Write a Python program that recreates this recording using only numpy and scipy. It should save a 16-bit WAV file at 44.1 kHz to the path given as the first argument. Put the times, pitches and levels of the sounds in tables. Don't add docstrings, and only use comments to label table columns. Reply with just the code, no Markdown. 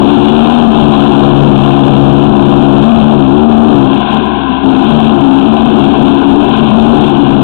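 import sys
import numpy as np
from scipy import signal
from scipy.fft import rfft, irfft
from scipy.io import wavfile

SR = 44100
rng = np.random.default_rng(int(sys.argv[2]) if len(sys.argv) > 2 else 0)


def transcribe(signal):
    frames = np.atleast_2d(signal).T
    limited = np.clip(frames, -1, 1)
    pcm = np.round(limited * 32767).astype(np.int16)
    wavfile.write(sys.argv[1], SR, pcm)


N = 327663
T = np.arange(N) / SR
HZ = np.fft.rfftfreq(N, 1 / SR)

# time_s, turn_rate_hz
CUTTER_SPEED = [(0, 70.44), (.22, 70.92), (.57, 79.1), (.71, 73.94), (1.16, 70.5), (1.94, 69.4),
                (2.39, 70.6), (2.8, 68.4), (2.88, 76.85), (3.19, 71.46), (3.27, 65), (3.39, 73.66),
                (3.65, 75.96), (3.87, 66.7), (4.19, 74.3), (4.55, 65.45), (4.77, 67.28), (4.91, 74.54),
                (5.09, 73.1), (5.21, 67.38), (5.42, 66.83), (5.49, 75.26), (5.63, 76), (5.88, 68.5),
                (6.22, 68.43), (6.5, 73.2), (6.84, 75.54), (7.08, 71), (7.43, 66.3)]
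# time_s, gain_db
CUTTER_FORCE = [(0, 5), (3.3, 5.5), (3.72, 8), (3.95, -0.5), (4.07, -15), (4.15, -2.5), (4.24, -9),
                (4.62, -13.5), (4.66, 0), (5.1, .5), (5.26, 5), (5.6, 1), (7.43, 2.5)]
# time_s, roughness (0-1)
ROUGHNESS = [(0, 0.49), (3.6, 0.37), (4.1, .68), (4.55, 0.6), (4.8, .65), (5.3, 0.4), (5.9, 0.8),
             (6.6, .75), (7.43, 0.6)]
# centre_s, dip_db
FALTERS = [(.94, -3.5), (4.849, -3), (5.161, -5), (5.582, -6), (5.959, -8), (6.131, -3.5), (6.24, -3.5),
           (6.55, -5.5), (6.68, -2.5), (7.091, -3.5), (7.291, -4.5)]
# time_s, weight_db
BASS_WEIGHT = [(0.0, -8.5), (0.2, -17.5), (0.86, 0), (0.98, -4.5), (1.42, 4), (2.85, -0.1), (3.2, 2.5),
               (3.5, -11), (3.99, -0.5), (4.8, -15), (4.93, 9), (5.35, -22), (5.83, -1.4), (6.13, -10.9),
               (6.45, -14), (6.52, 2), (7.43, -4)]
# pitch_hz, half_width_hz, gain_db
DRONE_MODES = [(138.6, 26, -7.5), (233.6, 23.5, 2), (271.9, 25.3, -4.5), (353.9, 19.1, -7.5)]
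# time_s, gain_db
JET_RIDE = [(0, -20), (.35, -18), (2.1, -21), (3.7, -24.2), (4.1, -18), (4.3, -22), (4.58, -23),
            (4.9, -18.5), (5.25, -21), (6.6, -19.5), (7.43, -22)]
# pitch_hz, half_width_hz, gain_db
ROAR_MODES = [(272, 110, -3), (705.5, 66, -1), (787, 48, 1.5), (1021, 78, 0.5), (1473, 200, -5.5),
              (2050, 220, -8), (2570, 410, -10.5), (3220, 660, -17)]
# pitch_hz, half_width_hz, gain_db
RING_MODES = [(996, 41, -5), (1045, 42, -5.5), (1560, 90, -6), (2100, 160, -12.5)]
# frequency_hz, gain_db
CHURN_EQ = [(20, -34), (60, -26.5), (110, -19), (150, -12.5), (180, -24), (225, -4), (268, -3.5),
            (315, -16), (360, -8), (430, -12.5), (520, -25), (1500, -64.5)]
# frequency_hz, gain_db
CHANNEL_EQ = [(1000, 0), (1500, -5.5), (1800, -12.5), (1930, -15), (2000, -21), (2090, -14.5),
              (2300, -10.5), (2650, -2), (3400, 2), (3750, -0.5), (4100, -7), (4400, -19.5), (4700, -47.5),
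              (6000, -74.5)]
# frequency_hz, gain_db
OUTPUT_EQ = [(1800, 0), (2000, -11.5), (2200, -1), (4000, 1), (4700, 2.5), (6200, 3.5), (8000, 8),
             (10000, 4), (12000, 6), (14000, 0)]
# frequency_hz, gain_db
HISS_EQ = [(3000, 4.5), (5000, 1.5), (8000, -3), (12000, -9), (15000, -13.5)]
# time_s, level_db
HISS_RIDE = [(0, -56), (.7, -51.5), (1.5, -59.5), (3.9, -61.5), (4.05, -82), (4.6, -83), (4.7, -61.5),
             (7.43, -62)]


def amp(db):
    return 10 ** (np.asarray(db) / 20)


def unit(x):
    return x / np.sqrt(np.mean(x ** 2) + 1e-20)


def curve(table):
    return np.interp(T, *np.transpose(table))


def equalise(x, points):
    hz, db = np.transpose(points)
    return irfft(rfft(x) * amp(np.interp(np.log(HZ + 1), np.log(hz), db)), N)


def wander(rate_hz):
    return unit(irfft(rfft(rng.standard_normal(N)) * np.exp(-(HZ / rate_hz) ** 2), N))


def resonances(modes, at_hz=HZ):
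    return np.sqrt(sum(amp(2 * db) / (1 + ((at_hz - hz) / width) ** 2) ** 2 for hz, width, db in modes))


def treble_hiss(clump_db=3, clump_hz=45):
    hiss = equalise(rng.standard_normal(N), HISS_EQ)
    return amp(curve(HISS_RIDE)) * unit(hiss * amp(clump_db * wander(clump_hz)))


def engine(firing_hz=71.4, waver=0.0044, harmonics_db=(-24, -31.5, -36.5)):
    phase = 2 * np.pi * np.cumsum(firing_hz * (1 + waver * wander(0.41))) / SR
    return np.sqrt(2) * sum(amp(db) * np.sin(k * phase) for k, db in enumerate(harmonics_db, 1))


def pipe_ring(force_db, base_db=-23.5, loudest_db=-17.0):
    swell_db = np.minimum(base_db - force_db, loudest_db)
    return amp(swell_db) * unit(irfft(rfft(rng.standard_normal(N)) * resonances(RING_MODES), N))


def churn(trim_db=-2.0):
    return amp(trim_db) * curve(ROUGHNESS) * unit(equalise(rng.standard_normal(N), CHURN_EQ))


def jet_pulses(turns, steadiness, throb=0.35, knock=0.07, sputter_db=0.75):
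    angle = 2 * np.pi * (turns - .5)
    depth = throb * steadiness
    bursts = np.exp(depth * np.cos(angle)) / np.sqrt(np.i0(2 * depth))
    spray = bursts * amp(sputter_db * wander(60)) * rng.standard_normal(N)
    knocks = sum(np.cos(k * angle) for k in range(6, 18))
    return spray + knock * steadiness * knocks


def jets(turns, force_db, trim_db=9.0, follow=0.44, dulling=0.34, split_hz=950, spit_db=2, surge_db=0.94):
    steadiness = 1 - curve(ROUGHNESS)
    roar = unit(irfft(rfft(jet_pulses(turns, steadiness)) * resonances(ROAR_MODES), N))
    body = irfft(rfft(roar) / (1 + (HZ / split_hz) ** 10), N)
    load_db = force_db - np.min(force_db)
    flicker_db = spit_db * steadiness * wander(110) + surge_db * wander(7)
    top = (roar - body) * amp(flicker_db - dulling * load_db)
    return amp(trim_db + curve(JET_RIDE) + follow * load_db) * (body + top)


def rotation(hunt_hz=1.9, slip_turns=.018):
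    rough = curve(ROUGHNESS)
    speed_hz = curve(CUTTER_SPEED) + hunt_hz * rough * wander(8)
    return np.cumsum(speed_hz) / SR + slip_turns * rough * wander(22)


def effort(falter_half_s=0.03, unsteady_db=1.48):
    dips_db = sum(db * np.exp(-((T - centre_s) / falter_half_s) ** 2) for centre_s, db in FALTERS)
    return curve(CUTTER_FORCE) + dips_db + unsteady_db * wander(7)


def harmonic_shares(bass_reach=.3):
    speed_hz, bass_db = curve(CUTTER_SPEED), curve(BASS_WEIGHT)
    gains = np.array([resonances(DRONE_MODES, k * speed_hz) for k in range(2, 6)])
    gains[0] *= amp(bass_db)
    gains[1] *= amp(bass_reach * bass_db)
    return gains / np.linalg.norm(gains, axis=0)


def cutter_drone(turns, trim_db=-2.14, flutter_db=4, flutter_hz=26):
    rough, buzz = curve(ROUGHNESS), np.zeros(N)
    for k, share in enumerate(harmonic_shares(), 2):
        dispersion_rad = .28 * (k - 2.35) ** 3
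        drift_rad = .22 * wander(24)
        flutter = amp(flutter_db * rough * wander(flutter_hz))
        buzz += share * flutter * np.cos(2 * np.pi * k * turns + dispersion_rad + drift_rad)
    return amp(trim_db) * np.sqrt(2) * buzz


def scene():
    turns, force_db = rotation(), effort()
    cutter = amp(force_db) * (cutter_drone(turns) + churn())
    mix = cutter + jets(turns, force_db) + pipe_ring(force_db) + engine()
    return np.array([mix, mix])


def limiter(x, ceiling_db=-.5, recovery_db_per_s=179.5):
    over_db = 20 * np.log10(abs(x) + 1e-9) - ceiling_db
    recovery_db = recovery_db_per_s * T
    duck_db = np.maximum.accumulate(over_db + recovery_db) - recovery_db
    return x / amp(np.maximum(duck_db, 0))


def record(dry, input_ceiling=0.88, knee=16, low_cut_hz=7, high_cut_hz=15800):
    x = dry[0] / (1 + abs(dry[0] / input_ceiling) ** knee) ** (1 / knee)
    x = equalise(x, CHANNEL_EQ)
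    x = equalise(limiter(x), OUTPUT_EQ)
    x = signal.lfilter(*signal.butter(1, low_cut_hz, "high", fs=SR), x)
    x = np.clip(x, -1, 1) + treble_hiss()
    x = signal.oaconvolve(x, signal.firwin(511, high_cut_hz, window=("kaiser", 9), fs=SR), "same")
    return np.array([x, np.zeros(N)])


dry = scene()
out = record(dry)
transcribe(out)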